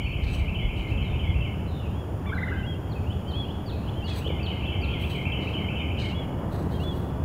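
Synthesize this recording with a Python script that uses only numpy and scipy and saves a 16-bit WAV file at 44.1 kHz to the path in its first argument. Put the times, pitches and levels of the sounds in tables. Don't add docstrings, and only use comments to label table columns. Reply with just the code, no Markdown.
import sys
import numpy as np
from scipy import signal
from scipy.fft import rfft, irfft
from scipy.io import wavfile
from scipy.ndimage import uniform_filter1d

SR = 44100
rng = np.random.default_rng(int(sys.argv[2]) if len(sys.argv) > 2 else 0)


def persist_wave(psi):
    counts = np.round(np.clip(psi, -1, 1) * 32767).astype(np.int16)
    wavfile.write(sys.argv[1], SR, np.atleast_2d(counts).T)


N = 319284
T = np.arange(N) / SR
LEAD = SR // 2
SONG_T = np.arange(-LEAD, N) / SR


def undb(db):
    return 10 ** (np.asarray(db) / 20)


def level(x, db):
    return x * undb(db) / np.sqrt(np.mean(x ** 2))


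def band(x, lo_hz, hi_hz):
    return signal.sosfilt(signal.butter(4, [lo_hz, hi_hz], "band", fs=SR, output="sos"), x)


def coloured(points):
    hz, db = np.transpose(points)
    f = np.maximum(np.arange(N // 2 + 1) * SR / N, 1)
    gain = undb(np.interp(np.log(f), np.log(hz), db, -120, -120))
    return irfft(rfft(rng.standard_normal(N)) * gain, N)


def resonate(x, peaks):
    out = 0
    for hz, width, db in peaks:
        out = out + undb(db) * signal.lfilter(*signal.iirpeak(hz, hz / width, SR), x)
    return out


def walk(rate, size=N):
    k = int(SR / rate)
    steps = np.repeat(rng.standard_normal(size // k + 1), k)
    return uniform_filter1d(uniform_filter1d(steps, k), k)[:size]


def note(rows, start=0., db=0., multiple=0.99, edge_s=0.0029):
    s, hz, shape_db = np.transpose(rows)
    s, out = np.sort(s) + start, np.zeros(len(SONG_T))
    here = slice(*np.searchsorted(SONG_T, [s[0] - .01, s[-1] + .01]))
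    t = SONG_T[here]
    pitch = uniform_filter1d(np.interp(t, s, hz), size=200)
    phase = 2 * np.pi * multiple * np.cumsum(pitch) / SR
    edges = np.clip(np.minimum(t - s[0], s[-1] - t) / edge_s + .5, 0, 1) ** 2
    out[here] = np.sqrt(2) * undb(db + np.interp(t, s, shape_db)) * edges * np.sin(phase)
    return out


def song(phrase, events, wander, scatter_db, high_db=0, opening_db=0):
    tune, sway = rng.standard_normal((len(events), len(phrase), 2)).T
    sway = scatter_db * sway
    sway[1] += high_db
    sway[0, 0] += opening_db
    out = 0
    for i, (s, db) in enumerate(events):
        for j, rows in enumerate(phrase):
            out = out + note(rows, s, db + sway[j, i], 1 + wander * tune[j, i])
    return out


# t/s from phrase start, f/Hz, relative level/dB
TRILL_NOTES = [
    [(0, 2250, 4), (.009, 2680, -4.5), (.018, 2690, 1), (.03, 2516, -12)],
    [(.068, 3250, -4.5), (.086, 2876, -1), (.098, 3150, -7), (.125, 2880, -5)],
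    [(.107, 2533, -6.5), (.118, 2314, -4), (.133, 2155, -8.5), (.15, 2090, -9)],
]
# start t/s, number of phrases, first spacing/s, slowing/s per phrase,
# level/dB added to the second note, phrase level/dB at start, middle and end
TRILL_BOUTS = [(-.152, 8, .2085, .0016, -1, -40, -40, -41.5), (4.182, 9, .2125, .0008, 4, -42.5, -39, -40)]


def trills():
    out = 0
    for start, count, spacing, slowing, high_db, *levels in TRILL_BOUTS:
        k = np.arange(count)
        times = start + spacing * k + slowing * k * (k - 1) / 2
        events = list(zip(times, np.interp(k / k[-1], [0, .5, 1], levels)))
        out = out + song(TRILL_NOTES, events, 0.0054, scatter_db=2.0, high_db=high_db, opening_db=-22)
    return out


# t/s from phrase start, f/Hz, relative level/dB
CHEER_NOTES = [
    [(.014, 4673, -11), (.028, 4560, -12.5), (.043, 4250, -5.5), (.058, 3375, -3.5), (.068, 2960, -6)],
    [(.074, 2650, -3), (.09, 2540, -1.5), (.12, 2413, -22), (.165, 2300, -15), (.2, 2914, 0.5)],
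    [(.215, 2933, -8), (.232, 3020, 0), (.252, 3515, -1.5)],
]
# t/s, level/dB
CHEER_EVENTS = [(2.88, -48.5), (3.266, -46.5), (3.647, -44), (4.028, -41.5), (4.416, -43.5), (4.8, -41.5)]


def cheers():
    return song(CHEER_NOTES, CHEER_EVENTS, 0.0039, scatter_db=3)


# t/s from phrase start, f/Hz, relative level/dB
SLUR_NOTES = [
    [(0, 4200, -9), (.03, 3900, -9), (.07, 3550, -5)],
    [(.075, 3680, -7), (.12, 3300, -7)],
    [(.13, 3020, 0), (.17, 2700, -3), (.21, 2480, -9)],
]
# t/s, level/dB
SLUR_EVENTS = [(1.02, -58), (1.669, -55), (2.345, -55)]


def slurs():
    return song(SLUR_NOTES, SLUR_EVENTS, 0.0101, scatter_db=0)


# t/s from link start, ratio to held f, relative level/dB
ARCH = [(-.088, .86, -15), (-.043, 0.95, -3.5), (0, .9, -8)]
# share of its length, ratio to held f, relative level/dB
HELD = [(0, 0.99, -6), (.55, 1.005, -3.5), (1, .95, -8)]
# t/s from the end of the held note, ratio to held f, relative level/dB
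DROP = [(0, 0.84, -11), (.03, .86, -21)]
# held note t/s, length/s, held f/Hz, level/dB,
# link length/s, nominal link start f/Hz (sounds at 0.99 f), level/dB of arch and link
PIPES = [(0.611, 0.069, 3380, -47, 0.042, 2670, -64), (1.255, 0.083, 3355, -45.5, .04, 2700, -64),
         (1.965, 0.08, 3345, -49, .03, 3070, -57), (2.664, 0.082, 3280, -38, 0.034, 2680, -45),
         (3.362, 0.089, 3358, -34.5, 0.027, 3040, -41.5), (4.071, .085, 3366, -40.5, .047, 2710, -43),
         (6.147, 0.093, 3360, -41, 0.041, 2650, -45), (6.834, 0.098, 3430, -39, 0.038, 2720, -47)]


def piping():
    out = 0
    for s, length, hz, db, link_s, link_hz, lead_db in PIPES:
        link = [(-link_s, link_hz, 0), (0, link_hz + 305, 0)]
        out = out + note(ARCH, s - link_s, lead_db, hz) + note(link, s, lead_db)
        out = out + note(np.multiply(HELD, (length, 1, 1)), s, db, hz) + note(DROP, s + length, db, hz)
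    return out


# t/s, length/s, nominal start and end f/Hz (sound at 0.99 f), level/dB
LONE_NOTES = [(0.033, 0.1, 4500, 4400, -63.5), (4.83, 0.12, 1380, 1400, -52),
              (5.79, .035, 3660, 3550, -55.5)]


def lone_notes():
    out = 0
    for s, length, hz, to_hz, db in LONE_NOTES:
        out = out + note([(0, hz, 0), (length, to_hz, 0)], s, db)
    return out


# t/s, nominal f/Hz (sounds at 0.99 f), relative level/dB
SWOOP = [(0, 1266, -11), (.017, 1670, -0.5)]
FLIP = [(.017, 2097, -0.5), (0.027, 2047, -1.5), (.032, 1750, -1)]
SAG = [(.017, 1655, 0.5), (.031, 1404, -4)]
# t/s, level/dB, ending
GURGLES = [(2.317, -34, SAG), (2.361, -32.5, FLIP), (2.413, -34.5, FLIP), (2.462, -34, FLIP),
           (2.51, -33, SAG), (2.556, -38.5, SAG)]
# t/s, fundamental f/Hz, level/dB
NASAL = [(2.256, 787, -47), (2.266, 1154, -50), (2.288, 1168, -43.5), (2.304, 1044, -44.5),
         (2.318, 1200, -50)]
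# multiple of the fundamental, relative level/dB
NASAL_PARTIALS = [(1, 1.5), (2, 0), (3, -5.5)]


def gurgle():
    out = 0
    for s, db, ending in GURGLES:
        out = out + note(SWOOP, s, db) + note(ending, s, db)
    for multiple, db in NASAL_PARTIALS:
        out = out + note(NASAL, db=db, multiple=multiple)
    return out


WOODS = {"trill": (.95, 3, .048, -7, 3), "cheer": (.9, -1, .044, -11, 3.5), "slur": (.8, 4, .04, -12, 8),
         "pipe": (1.5, -11, .2, -24, 1.5), "gurgle": (.85, -4.5, .017, -7, 3)}


def woods(x, bird):
    t60, tail_db, echo_s, echo_db, flutter_db = WOODS[bird]
    t = T[:SR]
    tail = rng.standard_normal(SR) * np.exp(-np.log(1000) * t / t60)
    tail *= np.clip(t / 0.017, 0, 1)
    tail *= undb(tail_db) / np.sqrt(np.sum(tail ** 2))
    tail[int(echo_s * SR)] += undb(echo_db)
    fluttering = x * undb(5.6 * walk(260, size=len(x)))
    scattered = signal.fftconvolve(fluttering, tail)[:len(x)]
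    direct = x * undb(flutter_db * walk(130, size=len(x)))
    return (direct + scattered)[LEAD:]


def birds():
    return (woods(trills(), "trill") + woods(cheers(), "cheer") + woods(slurs(), "slur")
            + woods(piping() + lone_notes(), "pipe") + woods(gurgle(), "gurgle"))


# f/Hz, width/Hz, level/dB per pass
SOLE = [(3850, 920, -0.4), (1900, 1530, -0.6)]
GRIT = [(5600, 1800, 5.1), (7830, 390, 4.3)]
DUST = [(10100, 500, -14), (11300, 720, 2), (12800, 2200, 4), (14900, 1900, 5.5)]
# t/s, fall/s, sole level/dB, grit level/dB, dust level/dB
SCUFFS = [(.25, 0.17, -50.5, -68, -74), (.345, 0.038, -55, -54, -62), (.79, 0.038, -55, -66, -68),
          (.9, 0.04, -59, -75, -72), (4.099, 0.043, -42.5, -60, -70), (4.17, 0.062, -47.5, -54, -55),
          (5.02, 0.052, -55, -62, -57), (5.11, 0.089, -51.5, -60, -61), (5.43, 0.13, -53, -75, -77),
          (6.011, 0.089, -43.5, -61, -70), (6.539, 0.071, -51.5, -61, -59), (6.61, 0.052, -64, -66, -68),
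          (6.73, 0.12, -53.5, -67, -64), (6.83, 0.055, -59, -62, -65), (6.96, 0.11, -58, -63, -60)]


def scuffs():
    grains = rng.standard_normal(N) * undb(2.54 * rng.exponential(1, N)) * undb(2.7 * walk(120))
    layers = [level(resonate(resonate(grains, peaks), peaks), 0) for peaks in (SOLE, GRIT, DUST)]
    out, rise_s = 0, 0.024
    for s, fall, *levels in SCUFFS:
        rising = -((T - s) / rise_s) ** 2
        falling = -(np.abs(T - s) / fall) ** 1.22
        slide = np.exp(np.where(T < s, rising, falling))
        out = out + slide * sum(undb(db) * x for db, x in zip(levels, layers))
    return out


# t/s, level/dB
BUFFET = [(0, -40), (.17, -27), (.42, -30), (1.45, -34), (1.75, -64)]
# t/s, half-length/s, level/dB
LURCHES = [(0.354, .1, -32), (1.372, 0.067, -21.5)]
# t/s, level/dB before the ring's rise and decay, f/Hz
BUMPS = [(.405, -3.5, 77.6), (.63, -6, 41.56), (.914, -8.5, 103.5), (1.286, -4, 85), (1.393, -9, 59),
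         (4.264, -11.5, 430), (4.282, -14, 388), (4.303, -10, 450)]


def handling():
    s, db = np.transpose(BUFFET)
    out = level(band(rng.standard_normal(N), 31, 65.0), 0) * undb(np.interp(T, s, db, right=-80))
    lurch = sum(undb(db) * np.exp(-((T - s) / half) ** 2) for s, half, db in LURCHES)
    out = out + lurch * level(band(rng.standard_normal(N), 53, 128), 0)
    for s, db, hz in BUMPS:
        t = np.maximum(T - s, 0)
        cycles = t * hz
        rise = np.minimum(cycles / 1.2, 1)
        decay = np.exp(-np.log(1000) * cycles / 6.1)
        out = out + undb(db) * rise * decay * np.sin(2 * np.pi * hz * t)
    return out


# f/Hz, level/dB per Hz
TRAFFIC = [(15, -29), (25, -7.5), (43, -23), (63, -6), (81, -2), (138, -9.5), (210, -12), (234, -16.5),
           (266, -15.5), (429, -20), (470, -22), (876, -26.5), (2000, -43), (2600, -111), (4400, -120)]
# t/s, level/dB
ROAR = [(0, -39), (1.05, -38), (1.5, -37), (6.3, -35), (6.65, -32.5), (7.24, -35)]


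def traffic():
    far = coloured(TRAFFIC)
    drone = signal.sosfiltfilt(signal.butter(2, 160, fs=SR, output="sos"), far)
    roar_db = np.interp(T, *np.transpose(ROAR)) + 0.88 * walk(3.94)
    return level(drone, -30) * undb(1.57 * walk(6)) + level(far - drone, 0) * undb(roar_db)


# f/Hz, level/dB per Hz
HISS = [(1000, -19), (1700, -21), (2160, 0), (2920, 0), (3320, -2), (3930, -16.5), (4950, -11), (6430, -17),
        (6990, -16), (7460, -17), (8410, -21), (9410, -11.5), (12700, -20), (13800, -13), (15700, -18)]
# f/Hz, mean level/dB
WHINE = [(6757, -77), (7132, -78), (7983, -90), (13513, -83), (13889, -79), (14264, -79), (14637, -84)]


def electronics():
    hiss = coloured(HISS)
    hiss_db = -65.5 + .6 * walk(3)
    out = hiss * undb(hiss_db) / np.std(band(hiss, 5000, 15500))
    for hz, db in WHINE:
        out = out + np.sqrt(2) * undb(db + 2.1 * walk(4.01)) * np.sin(2 * np.pi * hz * T)
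    return out


def scene():
    return (birds() + scuffs() + handling() + traffic() + electronics())[None]


def record(dry):
    dry = signal.sosfilt(signal.butter(2, 34, "high", fs=SR, output="sos"), dry)
    return signal.sosfilt(signal.ellip(12, .3, 70, 15750, fs=SR, output="sos"), dry)


dry = scene()
out = record(dry)
persist_wave(out)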